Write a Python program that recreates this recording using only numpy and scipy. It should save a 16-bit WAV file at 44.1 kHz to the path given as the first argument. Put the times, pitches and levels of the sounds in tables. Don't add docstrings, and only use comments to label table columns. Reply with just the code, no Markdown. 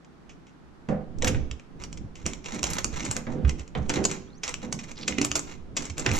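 import sys
import numpy as np
from scipy import signal
from scipy.fft import rfft, irfft, next_fast_len
from scipy.io import wavfile
from scipy.ndimage import uniform_filter1d

SR = 44100
rng = np.random.default_rng(int(sys.argv[2]) if len(sys.argv) > 2 else 0)


def wav_out(sig):
    wavfile.write(sys.argv[1], SR, np.round(np.clip(np.atleast_2d(sig).T, -1, 1) * 32767).astype(np.int16))


N = 273230
TIME = np.arange(N) / SR


def undb(db):
    return 10 ** (np.asarray(db) / 20)


def unit(x, seconds):
    energy = np.sum(x ** 2, axis=-1, keepdims=True)
    return x * np.sqrt(seconds * SR / (energy + 1e-18))


def curve(rows):
    s, *columns = np.transpose(rows)
    return [np.interp(TIME, s, column) for column in columns]


def at(points, hz):
    point_hz, value = np.transpose(points)
    return np.interp(np.log(hz + 1e-3), np.log(point_hz), value)


def colour(x, points):
    size = next_fast_len(x.shape[-1] + 4096, real=True)
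    size += size % 2
    gain = undb(at(points, np.fft.rfftfreq(size, 1 / SR)))
    cepstrum = irfft(np.log(gain))
    cepstrum[1:size // 2] *= 2
    cepstrum[size // 2 + 1:] = 0
    response = np.exp(rfft(cepstrum))
    return irfft(rfft(x, size) * response)[..., :x.shape[-1]]


def resonate(x, hz, width_hz):
    b, a = signal.iirpeak(hz, hz / width_hz, fs=SR)
    return signal.lfilter(b, a, signal.lfilter(b, a, x))


def add(out, s, sound):
    i = max(int(s * SR), 0)
    out[..., i:i + sound.shape[-1]] += sound[..., :max(N - i, 0)]


def pan(db):
    return undb(np.array([[db], [-db]]) / 2)


def pair(size, likeness):
    likeness = np.clip(likeness, 0, 1)
    shared = rng.standard_normal(size)
    separate = rng.standard_normal((2, size))
    return np.sqrt(likeness) * shared + np.sqrt(1 - likeness) * separate


def walk(hz):
    size = max(int(SR / hz), 1)
    smooth = uniform_filter1d(uniform_filter1d(rng.standard_normal(N), size), size)
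    return unit(smooth, N / SR)


def strokes(rows, attack_s, release_s):
    out = np.zeros(N)
    for s, length, db in rows:
        swell = np.clip((TIME - s) / attack_s, 0, 1)
        release = np.exp(-np.maximum(TIME - s - length, 0) / release_s)
        out += undb(db) * swell * release
    return out


def ring(modes, t, scatter_db, detune):
    hz, db, t60 = np.transpose(modes)[:, :, None]
    size, shift, phase = rng.standard_normal((3, len(modes), 1))
    decay = undb(db + scatter_db * size - 60 * t / t60)
    tones = np.sin(2 * np.pi * (hz * (1 + detune * shift) * t + phase))
    return np.sum(decay * tones, axis=0)


def scatter(x, near_db, near_s):
    t = TIME[:3000]
    spray = pair(len(t), 0.28) * np.exp(-t / near_s) * (t > .0015)
    echoes = unit(spray, 1 / SR)
    return x + undb(near_db) * signal.fftconvolve(x[None], echoes, axes=1)[:, :len(x)]


# pitch_hz, t60_s
HOLLOW_T60 = [(150, 0.87), (500, 0.6), (2000, 0.56), (6000, 0.45), (9000, 0.23), (14000, 0.49)]


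def tail(likeness):
    hz, s, frames = signal.stft(pair(SR, likeness), SR, nperseg=256)
    fading = frames * undb(-60 * s / at(HOLLOW_T60, hz)[:, None])
    return unit(signal.istft(fading, SR)[1][:, :SR], 1 / SR)


# time_s, lean_db
LEAN = [(0.0, -67), (0.47, -65.5), (1.31, -43.5), (1.42, -41), (1.62, -48.5), (3.02, -46.5), (3.28, -50.5),
        (3.97, -44), (4.28, -50.5), (4.97, -54), (5.31, -47.5), (5.78, -56.5), (6.2, -45)]
# start_s, length_s, level_db
RUBS = [(1.23, 0.023, -28), (2.5, 0.27, -40), (2.98, 0.081, -37.5), (3.3, 0.14, -34.5), (3.93, 0.05, -26),
        (4.62, 0.093, -43), (4.97, .17, -42.5), (5.38, 0.039, -75), (6.04, .08, -36)]
# pitch_hz, density_db (dB per Hz)
RUMBLE = [(15, 9), (30, -12.5), (48, 6.5), (65, -0.5), (100, -1), (160, -9.5), (400, -88), (3000, -110)]
RUB = [(70, -28.5), (150, 4.5), (290, -0.5), (420, -6.5), (700, -18.5), (1300, -35), (3000, -39.5),
       (8000, -57), (16000, -93)]
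AIR = [(15, -17), (25, -12), (55, 2.5), (99, -10.5), (157, -0.5), (335, -6.5), (545, -17), (714, -14),
       (1330, -16.5), (2550, -27.5), (6210, -35.5), (12200, -51.5), (16000, -73)]


def background(rumble_above_lean_db=6, tremble_db=6, tremble_hz=9, air_db=-52.5):
    lean_db = curve(LEAN)[0] + tremble_db * walk(tremble_hz)
    rumble = undb(lean_db + rumble_above_lean_db) * unit(colour(pair(N, 0.23), RUMBLE), N / SR)
    resting = undb(-20.5 + 0.56 * lean_db)
    rubbing = np.hypot(strokes(RUBS, attack_s=0.058, release_s=0.099), resting)
    rub = rubbing * unit(colour(pair(N, 0.78), RUB), N / SR)
    air = undb(air_db) * unit(colour(pair(N, 0.068), AIR), N / SR)
    return rumble * pan(-5.5) + rub * pan(-5.0) + air * pan(-1.1)


# start_s, peak_db, pitch_hz
THUMPS = [(1.264, -29, 83.5), (1.307, -25, 71), (1.341, -26, 95), (1.403, -25, 67), (1.505, -30.5, 65.4),
          (2.036, -36, 110), (2.24, -30, 83), (2.261, -29, 213), (2.62, -34, 62.5), (3.085, -30, 107),
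          (3.437, -21, 113.6), (3.445, -12.5, 66.8), (3.476, -25, 127.6), (3.585, -32.5, 67),
          (3.784, -25, 69.6), (3.975, -30.5, 74), (5.1, -37.5, 74), (5.182, -19.5, 268), (5.212, -21, 284),
          (5.3, -37, 70.3), (5.897, -31, 82), (6.073, -22.5, 120), (6.105, -22, 89)]


def thumps(rise_cycles=1.05, overtone_db=-11):
    out, t = np.zeros(N), TIME[:SR // 2]
    for s, db, hz in THUMPS:
        overtone = np.sin(2 * np.pi * (1.55 * hz * t + rng.random()))
        swing = np.sin(2 * np.pi * hz * t) + undb(overtone_db) * overtone
        age = t * hz / rise_cycles
        add(out, s, undb(db) * swing * age * np.exp(1 - age))
    return out * pan(-7.0)


# start_s, level_db, contact_cutoff_hz, contact_length_s, favoured_pitch_hz
KNOCKS = [(0.886, -26.5, 644, 0.0055, 196), (.897, -31.5, 800, 0.018, 590), (1.218, -32, 1010, 0.021, 513),
          (1.241, -32.5, 1010, 0.005, 323), (2.256, -38, 684, 0.0025, 280), (2.529, -37, 454, 0.02, 260),
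          (2.841, -39, 610, 0.0065, 272), (3.158, -38, 750, 0.0033, 200), (3.269, -33, 850, 0.013, 280),
          (3.324, -37.5, 700, 0.31, 426), (3.754, -31.5, 805, 0.0036, 186),
          (3.891, -32.5, 720, 0.0062, 283), (3.965, -28.5, 925, .03, 380), (4.626, -37.5, 775, 0.011, 246),
          (4.726, -39.5, 502, 0.0065, 201), (5.084, -36, 587, 0.0097, 252), (5.183, -34, 476, 0.0018, 297),
          (5.209, -32, 480, 0.0024, 292), (5.347, -37, 494, 0.0025, 312), (5.763, -40, 614, 0.048, 270),
          (5.976, -37, 603, 0.022, 274), (6.055, -31, 970, .006, 290), (6.108, -33.5, 800, 0.008, 205)]
# pitch_hz, level_db, t60_s
SHELL = [(126.2, 2, 1), (156.9, 5, 0.72), (199.8, -0.5, 0.71), (232.6, -1, 1), (235.8, -8, 0.89),
         (269, -22.5, 0.14), (292, -1.5, 1), (332.6, -1.5, 0.21), (356.4, -0.5, 0.18), (382, -1, 0.93),
         (435.5, 2, .5), (493, -8.5, 1), (505.6, 6.5, 0.46), (544, -4.5, 0.51), (648, -9.5, 0.25),
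         (756, 0.5, 0.73), (813, -3.5, 0.25), (1180, -37, 0.28), (1116, -6.5, 0.21)]
# pitch_hz, density_db (dB per Hz)
SHELL_DENSE = [(60, 2.5), (150, 3), (300, -9), (600, 2), (1000, -2), (2000, -0.5), (4000, -10.5),
               (7000, -12.5), (10000, -20), (16000, -49)]


def knocks(dense_db=-3, span_s=0.089, hand_damping_s=0.22, strike=0.17):
    out, t = np.zeros((2, N)), TIME[:SR]
    for s, db, cut_hz, contact_s, spot_hz in KNOCKS:
        modes = unit(ring(SHELL, t, scatter_db=3.5, detune=0.008), 0.31)
        dense = unit(colour(tail(likeness=0.24), SHELL_DENSE), 1)
        push = 1 - (1 - strike) * np.exp(-2 * t / max(contact_s, 1e-3))
        blow = (modes + undb(dense_db) * dense) * push * np.exp(-t / hand_damping_s)
        spot = unit(resonate(blow, spot_hz, spot_hz / 2), 0.39)
        blow = unit(blow, 0.86) + spot
        b, a = signal.butter(2, cut_hz, fs=SR)
        add(out, s, undb(db) * unit(signal.lfilter(b, a, blow), span_s))
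    return out * pan(-5.0)


# start_s, level_db
TINKLES = [(1.244, -46), (1.271, -42), (2.629, -50), (2.701, -46.5), (2.736, -49.5), (2.783, -49),
           (3.113, -58), (3.165, -55), (5.214, -67), (5.247, -45.5), (5.358, -43), (5.979, -53.5),
           (6.133, -47.5), (6.161, -44.5)]
# pitch_hz, level_db, t60_s
STEEL = [(6228, -4, .14), (7156, -6, .14), (9653, -5, .14), (9738, -7, .07), (11620, -8, .06),
         (11800, -8, .06), (12130, -7, .07), (12330, -10, .06), (14300, -18, .06)]


def tinkles(chatter_s=.006, clash_s=.012, clash_db=-4, span_s=.02):
    out, t = np.zeros((2, N)), TIME[:SR // 3]
    for s, db in TINKLES:
        chatter = pair(len(t), 0.53) * np.exp(-t / chatter_s)
        modes = ring(STEEL, t, scatter_db=2.5, detune=.001)
        tone = unit(signal.fftconvolve(chatter, modes[None], axes=1)[:, :len(t)], span_s)
        clash_force = pair(len(t), .3) * np.exp(-t / clash_s)
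        clash = unit(resonate(clash_force, hz=11700, width_hz=2000), span_s)
        add(out, s, undb(db) * (tone + undb(clash_db) * clash))
    return out


# start_s, length_s, level_db, start_pitch_hz, end_pitch_hz, pitch_roughness (share of the pitch)
SQUEAKS = [(4.251, 0.062, -68, 2950, 3860, .02), (4.315, 0.045, -59, 3900, 4740, .018),
           (4.346, 0.056, -58, 5350, 6900, 0.021), (4.953, 0.043, -48, 4900, 4040, 0.3),
           (5.005, 0.044, -44, 4930, 3800, 0.21)]


def squeaks(waver_hz=2500, grip_hz=250, grip_db=6.1):
    out, wobble, grip = np.zeros(N), walk(waver_hz), walk(grip_hz)
    for s, length, db, start_hz, end_hz, rough in SQUEAKS:
        u = np.linspace(0, 1, int(length * SR))
        span = slice(int(s * SR), int(s * SR) + len(u))
        hz = start_hz * (end_hz / start_hz) ** u * (1 + rough * wobble[span])
        level = undb(db + grip_db * grip[span]) * np.sin(np.pi * u)
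        add(out, s, level * np.sin(2 * np.pi * np.cumsum(hz) / SR))
    return out


# start_s, level_db
CLACKS = [(0.8878, -42), (1.2453, -28.5), (1.278, -32), (1.3468, -36.5), (2.782, -35), (3.1654, -35),
          (3.2684, -40), (3.449, -37), (3.751, -32.5), (3.8986, -28), (3.975, -37.5), (6.0619, -25)]


def clacks(hz=1500, width_hz=1900, decay_s=0.0037, span_s=0.0036):
    out, t = np.zeros((2, N)), TIME[:SR // 10]
    for s, db in CLACKS:
        force = rng.standard_normal(len(t)) * np.exp(-t / decay_s)
        clack = undb(db) * unit(resonate(force, hz, width_hz), span_s)
        add(out, s, scatter(clack, near_db=-1.5, near_s=0.022))
    return out


# start_s, length_s, level_db
PULLS = [(1.788, 0.057, -53.5), (2.16, 0.086, -61), (2.27, 0.083, -58), (2.438, 0.16, -46),
         (2.627, .17, -41.5), (2.919, 0.14, -43.5), (3.042, 0.13, -46.5), (3.294, .05, -59.5),
         (3.47, 0.027, -44), (3.578, 0.035, -54.5), (3.759, 0.11, -61.5), (3.93, 0.048, -39.5),
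         (4.08, 0.073, -43.5), (4.44, 0.06, -45), (4.614, 0.013, -40.5), (4.78, 0.066, -57),
         (4.872, 0.032, -48.5), (4.971, 0.069, -52.5), (5.092, 0.021, -44), (5.21, 0.046, -42.5),
         (5.353, 0.037, -49), (5.469, 0.069, -53), (5.77, 0.11, -52), (5.967, 0.064, -43),
         (6.071, .14, -42)]


def slide(grain_rate=3300, spread_db=6.0, catch_db=3.0, catch_hz=160, shift_db=0.5, shift_hz=35):
    struck = rng.random(N) < grain_rate / SR
    sign = rng.choice([-1, 1], N)
    size_db = spread_db * np.minimum(rng.exponential(size=N), 4) + catch_db * walk(catch_hz)
    grains = struck * sign * undb(size_db)
    # pitch_hz, width_hz, level_db
    rims = [(11700, 1600, -11.0), (5780, 2930, -1), (3750, 2360, -3.5), (2207, 2130, -1.0), (1147, 1540, -3.0)]
    scrape = 0
    for hz, width_hz, db in rims:
        shifting = grains * undb(shift_db * walk(shift_hz))
        scrape = scrape + undb(db) * unit(resonate(shifting, hz, width_hz), N / SR)
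    speed = strokes(PULLS, attack_s=0.013, release_s=.018)
    return scatter(speed * unit(scrape, 1.46 * N / SR), near_db=-4.0, near_s=0.0049) * pan(-0.43)


def stray_ticks(rate_per_s=14, above_pull_db=2, spread_db=5.5, body_db=-3, decay_s=0.0017):
    ticks = []
    for (s, length, db), chance in zip(PULLS, rng.random((len(PULLS), 8, 2))):
        waits = np.cumsum(-np.log(1 - chance[:, 0])) / rate_per_s
        for wait, u in zip(waits, chance[:, 1]):
            if wait < length:
                level_db = db + above_pull_db + spread_db * (2 * u - 1)
                ticks.append((s + wait, level_db, body_db, decay_s))
    return ticks


# start_s, level_db, body_db (body of the fitting relative to level_db), contact_decay_s
CLICKS = [(.0466, -59, -2, 0.003), (.294, -49.5, 0, 0.018), (.468, -57.5, 0.5, 0.017),
          (.8865, -48.5, -4, 0.024), (1.186, -48, -20, 0.0014), (1.2224, -28, -2.5, .004),
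          (1.2452, -23.5, -6.5, 0.0027), (1.2704, -25.5, -0.5, 0.017), (1.278, -23.5, -14, 0.0049),
          (1.5127, -38.5, 0, 0.0018), (1.5967, -53.5, 2.5, .0012), (1.8224, -51, -3, .0024),
          (1.8377, -35.5, -8, .0018), (1.9284, -39, -8.5, .0012), (1.973, -44, -5, 0.0051),
          (2.1547, -45.5, -3, 0.0065), (2.2559, -36.5, 3, 0.024), (2.2635, -22, -16.5, 0.0018),
          (2.3342, -35.5, -4.5, .0011), (2.4581, -37, -1, .003), (2.547, -37, -23, 0.002),
          (2.6306, -23.5, -10, 0.00077), (2.6385, -22, -8.5, 0.0036), (2.6674, -30.5, -9, .006),
          (2.7028, -31, -21, 0.0038), (2.7342, -26, -25, .0014), (2.7845, -27.5, -7, 0.0018),
          (2.8446, -19.5, -12, .0014), (3.005, -36.5, 0, 0.002), (3.051, -29, -14, 0.0082),
          (3.1124, -21.5, -20, 0.0023), (3.1658, -24.5, -16, 0.00071), (3.494, -32, -3, .0015),
          (3.595, -42, -6, 0.0033), (3.6777, -49, -8, .0022), (3.8951, -26, -8, 0.0009),
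          (3.8988, -26.5, -10, 0.0038), (3.9401, -33, -11, .0026), (4.0409, -27.5, -11, 0.002),
          (4.0518, -15.5, -14.5, 0.0027), (4.1131, -28, -15, 0.003), (4.4338, -26.5, -4, 0.013),
          (4.4785, -29, -5.5, 0.006), (4.4921, -31, -23, 0.0015), (4.5412, -30, -3, .0006),
          (4.7261, -24, -11.5, 0.0025), (4.7899, -37, -2.5, 0.0092), (4.8392, -44.5, -6, 0.00093),
          (4.9155, -41, -4, 0.0014), (5.079, -20.5, -4, 0.0054), (5.1243, -46.5, 11.5, 0.0016),
          (5.1835, -28.5, 1.5, 0.0019), (5.2145, -22, -7.5, 0.0026), (5.2474, -20, -14, 0.0019),
          (5.3155, -24, -4.5, 0.00048), (5.3541, -17.5, -13, 0.0088), (5.3934, -27, -17, 0.0017),
          (5.7669, -21, -7.5, 0.011), (5.8225, -36, -18, 0.0054), (5.8542, -33.5, -12, 0.0041),
          (5.8985, -36.5, -5, 0.0065), (5.98, -30.5, -14, 0.0029), (5.9952, -27, -17, 0.0059),
          (6.0627, -23.5, 0.5, .0016), (6.0915, -36.5, 4, 0.0039), (6.115, -29.5, -1, .001),
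          (6.155, -29.5, -13, 0.0098), (6.1862, -30, -9, .004)]


def clicks(grit=0.72, span_s=0.0064, rise_s=0.00022, lead_in_db=-23, lead_in_s=0.0053, hold_s=.0006, wander_db=2.2):
    out, t = np.zeros((2, N)), np.arange(-.015, .08, 1 / SR)
    before = np.minimum(t, 0)
    after = np.maximum(t - hold_s, 0)
    lead_in = np.exp(before / rise_s) + undb(lead_in_db) * np.exp(before / lead_in_s)
    for s, level_db, body_db, decay_s in CLICKS + stray_ticks():
        push, size = rng.standard_normal((2, len(t)))
        force = push * lead_in * np.exp(grit * size - after / max(decay_s, 2e-4))
        # pitch_hz, width_hz, level_db; a harder contact stirs less of the body and rings higher
        bands = [(6030 - 80 * body_db, 3700, 0),
                 (2450, 1900, body_db),
                 (1250, 1400, -9.5 + 0.25 * body_db),
                 (11500, 5600, -12)]
        tick = sum(undb(level_db + db) * unit(resonate(force, hz, width_hz), span_s)
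                   for hz, width_hz, db in bands)
        side = pan(wander_db * rng.standard_normal())
        add(out, s + t[0], side * scatter(tick, near_db=-7.5, near_s=0.015))
    return out


# pitch_hz, left_minus_right_db
PORT_BALANCE = [(300, -54), (650, -16), (1000, -1.5), (1700, 0), (2500, -2), (5000, -2.5), (6000, -4.5),
                (7000, 3.5), (8000, 8), (9000, -10), (11000, 1)]
# pitch_hz, left_lead_rad
PORT_PHASE = [(100, 6), (550, -0.5), (800, 2.5), (1600, 1.19), (2400, 0.93), (5000, 0.5), (6500, -1),
              (7700, -2), (9000, -2), (15000, -2.5)]


def shell(x, far_db=-12.5):
    walls = undb(far_db) * tail(likeness=0.16)
    walls = np.pad(walls, ((0, 0), (SR // 200, 0)))
    centre = x.mean(axis=0, keepdims=True)
    heard = x + signal.fftconvolve(centre, walls, axes=1)[:, :N]
    hz = np.fft.rfftfreq(2 * N, 1 / SR)
    lean = np.log(undb(at(PORT_BALANCE, hz))) + 1j * at(PORT_PHASE, hz)
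    ports = np.exp(np.array([lean, -lean]) / 2)
    return irfft(rfft(heard, 2 * N) * ports)[:, :N]


# pitch_hz, gain_db
FITTING = [(150, -15), (600, 3.5), (2000, 3), (5000, 1), (7600, -2), (8700, -12), (10500, -8.5),
           (13000, -17.5), (16000, -30)]


def scene():
    wall = knocks() + thumps() + background()
    cable = slide() + squeaks() + clacks() + clicks()
    metal = colour(cable, FITTING) + tinkles()
    return shell(metal) + wall


def record(dry, ceiling=.65, top_hz=16200):
    rounded = ceiling * np.tanh(dry / ceiling)
    low_pass = signal.ellip(8, .2, 70, top_hz, fs=SR, output="sos")
    return signal.sosfilt(low_pass, rounded)


dry = scene()
out = record(dry)
wav_out(out)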